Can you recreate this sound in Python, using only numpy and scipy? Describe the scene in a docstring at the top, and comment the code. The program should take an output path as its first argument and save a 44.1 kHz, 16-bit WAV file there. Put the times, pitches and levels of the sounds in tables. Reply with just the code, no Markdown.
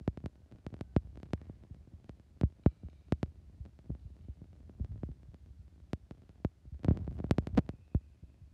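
"""A camera pans by hand above an indoor ball hockey court, over steady air noise, hiss and a low drone.
From the start, fingers and mount slip on its housing: each slip steps the pressure at the microphone,
and the camera's filters smear every step into a falling knock; skin rubs and rustles in between.
Far below in the echoing hall, shoes squeak as unsteady tones with an octave, and between them sticks
clack as noisy cracks with a damped ring; near the end a whistle blows four wavering tones."""
import sys
import numpy as np
from scipy import signal
from scipy.fft import rfft, irfft
from scipy.io import wavfile
from scipy.ndimage import uniform_filter1d

SR = 44100
rng = np.random.default_rng(int(sys.argv[2]) if len(sys.argv) > 2 else 0)


def gain_from_db(level_db):
    """Turn a decibel level (scalar or array-like) into a linear amplitude factor."""
    decades = np.asarray(level_db, float) / 20
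    return 10 ** decades


def digitize_waveform(pressure):
    """Quantize a signal to 16-bit integers and store it at the path in sys.argv[1].

    Rows of a 2-D input are taken as channels; values are limited to [-1, 1].
    """
    field = np.atleast_2d(pressure).T
    bounded = np.clip(field, -1, 1)
    quanta = np.round(bounded * 32767).astype(np.int16)
    wavfile.write(sys.argv[1], SR, quanta)


N = 376173

# Unrest of the grip. Each row: time in seconds, slow rubbing in dB, fine unrest in dB.
GRIP = [(0, -44, -79.5), (.55, -50, -70), (1.0, -40, -74), (1.38, -42.5, -72.5), (2.09, -46, -77),
        (2.62, -52.5, -77.5), (3.16, -41.5, -77.5), (3.92, -44, -74.5), (4.44, -43.5, -75.5),
        (4.94, -40, -73.5), (5.5, -43.5, -81.5), (6.2, -51, -75.5), (6.75, -48, -82), (6.89, -48, -55.5),
        (7.1, -36, -65.5), (7.66, -42.5, -67.5), (7.85, -47, -80.5), (8.53, -44.5, -79.5)]
# Colour of the rubbing. 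Each row: frequency in Hz, relative density in dB.
RUBBING_COLOUR = [(20, 5.5), (40, 15.5), (70, 16.5), (120, -4), (250, -18.5), (500, -41), (1000, -59)]
# Colour of skin sliding. Each row: frequency in Hz, relative density in dB.
RUSTLE_COLOUR = [(150, -18), (300, 1), (700, -2), (1500, -15.5), (4000, -32.5), (9000, -40.5)]
# Colour of air noise and hiss. Each row: frequency in Hz, relative density in dB.
HISS_COLOUR = [(180, -32), (300, -4), (419, -11.5), (644, -13.5), (1060, -15.5), (2580, -22.5),
               (9070, -30.5), (12300, -36.5), (13500, -60.5)]
# Colour of the building drone. Each row: frequency in Hz, relative density in dB.
RUMBLE_COLOUR = [(20, -1), (35, -2.5), (50, 4), (70, -18.5), (100, -40), (200, -60)]
HISS_DB, RUMBLE_DB = -78.5, -51
RUSTLE_OVER_UNREST_DB, TINY_OVER_UNREST_DB = -6.5, 26.5

# Crisp slips of the mount. Each row: start in seconds, pressure step in dB, direction +1 or -1,
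# sudden share 0-1, edge in Hz.
SNAPS = [(.0776, -7, 1, 0.13, 1990), (0.1739, -21, 1, 0.25, 1975), (.26, -17.5, 1, 0.27, 3794),
         (0.6655, -18.5, -1, 0.3, 3236), (0.7413, -24, 1, 0.29, 2366), (.8101, -17, -1, 0.27, 4000),
         (0.964, -2, -1, .13, 1810), (1.1737, -27.5, -1, 0.18, 4101), (1.2312, -25, 1, 0.32, 4172),
         (1.3339, -10, 1, 0.33, 3000), (1.4155, -31.5, 1, 0.26, 3381), (1.4967, -22.5, 1, 0, 597),
         (2.094, -24, 1, 0.29, 3053), (2.4122, -14, 1, .26, 4050), (2.8857, -35, 1, 0.5, 1011),
         (3.1227, -5, 1, 0.24, 2440), (3.23, -9.5, 1, 0.27, 3180), (3.661, -34, 1, 0.22, 3580),
         (3.9505, -34, 1, 0.47, 1103), (4.6953, -30, 1, .01, 3870), (4.8469, -31.5, 1, 0.35, 3870),
         (5.344, -33, -1, 0.3, 3872), (5.9324, -12, -1, .3, 4460), (6.11, -23.5, -1, 0.23, 3077),
         (6.4481, -7.5, 1, .1, 2010), (6.846, -14, 1, 0.25, 4000), (6.8507, -18, -1, 0.05, 810),
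         (6.9167, -24.5, -1, .02, 900), (6.973, -21, 1, 0.24, 3948), (7.0771, -16.5, 1, .08, 1010),
         (7.191, -24.5, 1, 0, 4669), (7.2011, -17, 1, .1, 1100), (7.2952, -32, 1, 0.1, 4941),
         (7.31, -3, 1, 0.32, 4630), (7.3834, -5, 1, 0.18, 2710), (7.471, -16.5, -1, .3, 3920),
         (7.5508, -29.5, -1, 0.24, 4630), (7.5747, -7.5, -1, 0.16, 3498), (7.5786, -2.5, -1, 0.21, 2340),
         (7.5827, -3, -1, 0.06, 2180), (7.5892, -8, -1, 0.15, 3000), (7.6913, -16, 1, .23, 3350)]
# Padded bumps of a finger. Each row: start in seconds, pressure step in dB, direction +1 or -1,
# creep time in ms, sudden share 0-1.
BUMPS = [(.0094, -22.5, 1, 1.03, 0), (0.2401, -8.5, -1, 3.3, 0.1), (.296, -41, 1, .6, .5),
         (0.7256, -19.5, -1, 1.4, .05), (1.129, -42, 1, .6, 0.9), (1.534, -42, 1, 0.68, 0.4),
         (1.649, -36.5, 1, 0.49, 0.4), (1.767, -46, 1, .6, .5), (1.808, -41.5, 1, 0.5, 0.5),
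         (1.8737, -33, -1, 0.65, 0.44), (1.92, -41, 1, .6, .6), (2.264, -48, 1, .6, .6),
         (2.365, -41, 1, .6, 0.4), (2.434, 5, 1, 2.33, 0.13), (2.595, -36.5, 1, .6, 0.6),
         (2.6613, 1.5, 1, 0.58, 0.79), (2.8332, -24.5, -1, 0.59, .01), (2.865, -37, 1, .6, 0.4),
         (3.497, -40, 1, 0.72, 0.8), (3.528, -42, 1, 0.67, 0.8), (3.9021, -14.5, -1, 0.64, .01),
         (4.103, -41.5, 1, .6, .7), (4.2842, -21, 1, 1.2, 0), (4.4167, -24, -1, 0.96, 0.14),
         (4.7979, -21, -1, 0.82, .01), (4.9583, -27, 1, 1.2, 0.37), (5.0333, -14, 1, .4, 0.72),
         (5.0887, -20, -1, 1.1, .01), (5.725, -43.5, 1, .6, 0.4), (6.401, -39, 1, .6, .5),
         (6.653, -30.5, 1, 1.1, 0.05), (6.8834, 1.7, -1, 1.34, 0.38), (6.9095, -1, -1, 0.82, 0.2),
         (6.9651, -18.5, -1, 0.68, 0), (7.1172, -21.5, 1, 1.4, 0.27), (7.2421, -13, 1, 0.2, 0.77),
         (7.7354, -27.5, -1, 0.9, 0), (7.9479, 9.5, -1, 6, 0.05), (8.235, -32.5, 1, 0.75, .1)]
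# Slow squeezes of the palm. Each row: middle of the build-up in seconds, pressure step in dB,
# direction +1 or -1, build-up in ms.
SQUEEZES = [(0.5334, -17, -1, 3.4), (1.0455, -13.5, -1, 5.7), (1.7075, -12.5, 1, 2.4),
            (1.9333, -16, -1, 2.3), (2.457, -11, -1, 3.8), (2.8425, -11, -1, 5), (2.8516, -15, 1, 4.6),
            (3.601, -7, 1, 7.3), (3.895, -5.5, -1, 2), (3.9107, -9, -1, 6.3), (3.927, -14, -1, 6.6),
            (4.0499, -8.5, 1, 6.9), (4.2, -18.5, 1, 5.1), (4.2898, -11, -1, 5.3), (4.4169, -23, -1, 5),
            (4.5044, -19.5, -1, 7), (4.7435, -24, 1, 6), (4.804, -2, 1, 3.1), (4.8353, -5, 1, 6.6),
            (4.89, -14, 1, 4.4), (4.9056, -7, -1, 6), (4.929, -16, 1, 4), (4.9433, -14, -1, 4),
            (4.9585, -18, 1, 4.8), (4.981, -14, -1, 6.9), (5.0984, -10.5, 1, 3.3), (5.2838, -16, -1, 4.9),
            (5.498, -15, -1, 9.2), (5.59, -15, -1, 7.3), (6.6676, -14, 1, 8), (6.721, -9, 1, 5.6),
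            (6.742, -5.5, -1, 13), (6.871, -8, -1, 2.8), (6.937, -10.5, 1, 1.8), (6.9948, -9, 1, 1.8),
            (7.0056, -12.5, 1, 3), (7.0166, -8, 1, 1.7), (7.0413, -14.5, -1, 4), (7.085, -7, -1, 4.5),
            (7.104, -13, -1, 3.5), (7.1272, -13, -1, 1.6), (7.1477, -14, 1, 5), (7.1738, -15, 1, 3.6),
            (7.265, -13, -1, 6.5), (7.4188, -13.5, 1, 5), (7.4965, -13, -1, 5), (7.5283, -3.5, -1, 6),
            (7.535, -9, 1, 4), (7.554, -4.5, 1, 4.5), (7.6448, -18, 1, 4), (8.2258, -14, -1, 6.1),
            (8.4142, -18, 1, 5.8), (8.432, -19, -1, 7.7)]
# Slip within each squeeze: creep time in ms, sudden share 0-1, edge in Hz.
SQUEEZE_SHAPE = (3.37, 0.054, 173)
# Faint ticks. Each row: start in seconds, pressure step in dB.
TICKS = [(.1296, -46), (.2036, -38.5), (.3561, -39.5), (.4193, -49), (.5145, -36), (.5228, -31),
         (.5598, -39), (.586, -40.5), (.7038, -39), (.7667, -36.5), (.7913, -36), (1.1568, -33.5),
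         (1.2008, -34.5), (1.2569, -38), (1.2616, -40), (1.307, -38), (1.345, -37), (1.446, -42),
         (1.455, -40), (1.6366, -36), (1.746, -35.5), (2.0439, -36), (2.0887, -43.5), (2.1977, -36),
         (2.5239, -42), (2.931, -39), (3.084, -41), (3.2605, -39), (3.653, -32.5), (3.79, -33),
         (4.1662, -39), (4.1907, -44), (4.4431, -42), (4.5307, -39), (4.5638, -44), (4.92, -39),
         (4.9782, -41), (5.116, -38.5), (5.232, -37.5), (5.461, -41), (5.6804, -43), (5.8015, -41),
         (6.1206, -39.5), (6.22, -38), (6.293, -33), (6.357, -43), (6.7444, -38.5), (6.7935, -38.5),
         (6.8333, -28), (6.8392, -38), (6.891, -37), (6.8997, -39), (6.9231, -40), (6.932, -38),
         (6.9476, -41.5), (6.9899, -36), (7.011, -40), (7.046, -38), (7.0692, -35), (7.1113, -35),
         (7.1271, -35.5), (7.1689, -39), (7.1883, -30), (7.3238, -38), (7.433, -45), (7.51, -46),
         (7.5683, -28), (7.664, -37), (7.8795, -43), (8.3433, -43.5)]
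# Slip of every tick: creep time in ms, sudden share 0-1, edge in Hz.
TICK_SHAPE = (0.88, 0.24, 3800)
# Equally likely kinds of tiny slip. Each row: creep time in ms, sudden share 0-1, edge in Hz.
TINY_SHAPES = [(1.2, 0.11, 3040), (1.5, 0, 792), (3, 0.11, 241), (6, 0.08, 165.7)]
TINY_PER_S, TINY_SPREAD_DB = 140, 4
SNAP_CREEP_MS, BUMP_EDGE_HZ = .52, 300
SECOND_EDGE_RATIO = 5.6  # second rounding, as a multiple of the edge

# Rubber soles on the court. Each row: start in seconds, length in seconds, pitch in Hz,
# level of the fundamental in dB, second harmonic over it in dB.
SQUEAKS = [(.32, .34, 745, -95, 5), (.7, .25, 760, -90, 3), (1.8, .25, 2520, -97, -20),
           (2.75, .38, 2270, -95, -20), (4.2, .17, 2280, -97, -20), (5.4, .2, 1530, -96, -20),
           (5.72, .17, 1550, -96, -20), (6.25, .1, 1950, -96, -20)]
# Sticks on ball and court. Each row: start in seconds, peak of the ring in dB, main ring in Hz.
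CLACKS = [(1.377, -56, 1700), (2.042, -68, 2500), (2.636, -56, 2350), (2.899, -63, 3750),
          (3.995, -66, 4000), (4.21, -68, 3000), (6.232, -64, 2000)]
# Modes of the blade. Each row: ratio to the main ring, relative level in dB, t60 in seconds.
BLADE_MODES = [(.5, -8, .015), (.7, -4, .015), (1, 0, .015), (1.25, -4, .012), (1.67, -5, .012),
               (2.1, -18, .008)]
CRACK_DB, CRACK_DECAY_MS = 3, 4  # noisy first contact
# Whistle chambers. Each row: frequency in Hz, relative level in dB.
WHISTLE_CHAMBERS = [(2430, -7.5), (2490, 0), (2570, -5), (2655, 0)]
BLOW_START_S, BLOW_DB, BLOW_RISE_S, BLOW_HOLD_S = 7.61, -87.5, .02, .35  # hold counts from the start
BLOW_FADE_DB_PER_S, BLOW_PATCHY_DB = 25, 3
# Decay of the hall. Each row: frequency in Hz, t60 in seconds.
HALL_DECAY = [(500, 2.1), (2000, 1.8), (5000, 1.3), (10000, .6)]
TONE_ECHO_DB, CLACK_ECHO_DB = -8.5, 2  # echo gain relative to the direct sound

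TOP_HZ, TOP_Q = 14900, 0.5  # treble roll-off
# Microphone port. Each row: frequency in Hz, Q, gain in dB.
PORT = [(472, 4.5, -2.5), (652, 2.7, 2), (976, 0.84, -4.5), (4540, 2.7, 1.5)]
# Second-order high-passes. Each row: frequency in Hz, Q.
LOW_CUTS = [(66, 1.9), (165, 0.59)]
# Band splits that delay the lows. Each row: frequency in Hz, Q.
CROSSOVERS = [(77, 0.64), (686, .6)]


def evened(x):
    """Scales to rms 1."""
    return x / np.sqrt(np.mean(x ** 2) + 1e-20)


def read(points, hz):
    """Reads a table on a log-frequency axis."""
    f, value = np.transpose(points)
    return np.interp(np.log(hz + 1), np.log(f + 1), value)


def curve(rows, column):
    """One column of a table, sample by sample."""
    columns = np.transpose(rows)
    return np.interp(np.arange(N) / SR, columns[0], columns[column])


def add(mix, start_s, sound):
    """Mixes a sound in at a given time."""
    part = mix[round(start_s * SR):][:len(sound)]
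    part += sound[:len(part)]


def wander(size):
    """Slow random drift of rms 1: white noise averaged twice over size samples."""
    once = uniform_filter1d(rng.standard_normal(N), size)
    return evened(uniform_filter1d(once, size))


def noise(colour):
    """Steady noise of a given colour, rms 1."""
    hz = np.fft.rfftfreq(N, 1 / SR)
    spectrum = rfft(rng.standard_normal(N)) * gain_from_db(read(colour, hz))
    return evened(irfft(spectrum, N))


def section(x, hz, q, zeros):
    """A second-order filter; zeros are the numerator in powers of s / (2 pi hz)."""
    scale = (2 * np.pi * hz) ** -np.arange(2., -1, -1)
    b, a = signal.bilinear(np.multiply(zeros, scale), np.multiply([1, 1 / q, 1], scale), SR)
    return signal.lfilter(b, a, x)


def lag(x, hz):
    """One-pole smoothing of gain 1."""
    pole = np.exp(-2 * np.pi * hz / SR)
    return signal.lfilter([1 - pole], [1, -pole], x)


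def rubbing():
    """Skin moving on the housing: a lumpy low rumble."""
    level_db = curve(GRIP, 1) + 2.7 * wander(size=900)
    return noise(RUBBING_COLOUR) * gain_from_db(level_db)


def rustle():
    """Skin sliding between slips: a grainy noise that follows the unrest of the grip."""
    level_db = curve(GRIP, 2) + RUSTLE_OVER_UNREST_DB + 4.6 * wander(size=120)
    return noise(RUSTLE_COLOUR) * gain_from_db(level_db)


def hiss():
    """Air handling of the hall, microphone hiss and the low drone of the building."""
    return noise(HISS_COLOUR) * gain_from_db(HISS_DB) + noise(RUMBLE_COLOUR) * gain_from_db(RUMBLE_DB)


def slip(creep_ms, sudden, edge_hz, size=4096):
    """Rate of change of pressure in a unit step: part at once, the rest creeping, both rounded above the edge."""
    start = signal.unit_impulse(size)
    creep = lag(start, 1000 / (2 * np.pi * creep_ms))
    change = sudden * start + (1 - sudden) * creep
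    return lag(lag(change, edge_hz), SECOND_EDGE_RATIO * edge_hz)


def squeeze(build_ms):
    """A slip spread smoothly over the time that the palm takes to close."""
    count = max(int(build_ms * SR / 1000), 3)
    rise = np.sin(np.linspace(0, np.pi, count)) ** 2
    return np.convolve(slip(*SQUEEZE_SHAPE), rise / rise.sum())


def jolts():
    """Snaps, bumps, squeezes, ticks and a crackle of tiny slips add up to a staircase of pressure."""
    change = np.zeros(N)
    for s, db, direction, sudden, edge_hz in SNAPS:
        add(change, s, gain_from_db(db) * direction * slip(SNAP_CREEP_MS, sudden, edge_hz))
    for s, db, direction, creep_ms, sudden in BUMPS:
        add(change, s, gain_from_db(db) * direction * slip(creep_ms, sudden, BUMP_EDGE_HZ))
    for s, db, direction, build_ms in SQUEEZES:
        add(change, s - build_ms / 2000, gain_from_db(db) * direction * squeeze(build_ms))
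    chance, kind, side = rng.random((N, 3)).T
    random_direction = np.sign(side - .5)
    for s, db in TICKS:
        add(change, s, gain_from_db(db) * random_direction[round(s * SR)] * slip(*TICK_SHAPE))
    spread_db = TINY_SPREAD_DB * np.minimum(rng.exponential(1, N), 3)
    size_db = curve(GRIP, 2) + TINY_OVER_UNREST_DB + spread_db
    tiny = gain_from_db(size_db) * random_direction * (chance < TINY_PER_S / SR)
    kind = (kind * len(TINY_SHAPES)).astype(int)
    for k, shape in enumerate(TINY_SHAPES):
        change += signal.oaconvolve(tiny * (kind == k), slip(*shape))[:N]
    return np.cumsum(change)


def squeaks():
    """Fast stick and slip of rubber: an unsteady tone with its octave."""
    out = np.zeros(N)
    unsteady = 1 + .012 * wander(size=300)
    for s, length_s, hz, db, octave_db in SQUEAKS:
        count = round(length_s * SR)
        phase = 2 * np.pi * np.cumsum(hz * unsteady[round(s * SR):][:count]) / SR
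        tone = np.sin(phase) + gain_from_db(octave_db) * np.sin(2 * phase)
        add(out, s, gain_from_db(db) * np.sqrt(2) * tone * signal.windows.tukey(count, .4))
    return out


def clacks():
    """Each blow is a short crack that rings the damped blade."""
    out = np.zeros(N)
    t = np.arange(SR // 20) / SR
    grit = rng.standard_normal((len(CLACKS), len(t)))
    for (s, peak_db, hz), rough in zip(CLACKS, grit):
        ring = sum(gain_from_db(db - 60 * t / t60) * np.sin(2 * np.pi * hz * ratio * t)
                   for ratio, db, t60 in BLADE_MODES)
        band = section(rough, .7 * hz, 0.87, [0, 1, 0])  # band-pass
        band = section(band, 1.2 * hz, 0.57, [0, 0, 1])  # low-pass
        crack = band * np.exp(-t * 1000 / CRACK_DECAY_MS)
        add(out, s, gain_from_db(peak_db) * (ring / abs(ring).max() + gain_from_db(CRACK_DB) * crack))
    return out


def whistle():
    """The chambers sound together and waver with the air flow, which rises, holds unevenly and fades."""
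    flow = 1 + 0.0044 * wander(size=400)
    t = np.arange(N) / SR - BLOW_START_S
    tones = sum(gain_from_db(db) * np.sin(2 * np.pi * np.cumsum(hz * flow) / SR) for hz, db in WHISTLE_CHAMBERS)
    fade_db = BLOW_FADE_DB_PER_S * np.maximum(t - BLOW_HOLD_S, 0)
    level_db = BLOW_DB - fade_db + BLOW_PATCHY_DB * wander(size=700)
    return evened(tones) * np.clip(t / BLOW_RISE_S, 0, 1) * gain_from_db(level_db)


def hall(x):
    """Dense echoes, as decaying noise that builds up over 30 ms, treble dying first."""
    hz, t, z = signal.stft(rng.standard_normal(2 * SR), SR, nperseg=256)
    decay = gain_from_db(-60 * t / read(HALL_DECAY, hz)[:, None])
    z = z * decay * np.clip(t / .03, 0, 1)
    tail = signal.istft(z, SR, nperseg=256)[1]
    return signal.fftconvolve(x, tail / np.linalg.norm(tail))[:N]


def scene():
    """Handling at the microphone over the distant game."""
    blows = clacks()
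    tones = squeaks() + whistle()
    echoes = hall(gain_from_db(CLACK_ECHO_DB) * blows + gain_from_db(TONE_ECHO_DB) * tones)
    game = blows + tones + echoes
    return (jolts() + rubbing() + rustle() + hiss() + game)[None]


def low_pass(x):
    """Removes everything above the highest recorded frequency."""
    return signal.sosfilt(signal.butter(12, 15700, fs=SR, output="sos"), x)


def record(dry):
    """Low cuts remove the steady pressure; the band splits make the lows of each jolt arrive late."""
    x = section(dry, TOP_HZ, TOP_Q, [0, 0, 1])
    for hz, q, db in PORT:
        x = section(x, hz, q, [1, gain_from_db(db) / q, 1])
    for hz, q in LOW_CUTS:
        x = section(x, hz, q, [1, 0, 0])
    for hz, q in CROSSOVERS:
        x = section(x, hz, q, [1, -1 / q, 1])  # all-pass
    return low_pass(x)


dry = scene()
out = record(dry)
digitize_waveform(out)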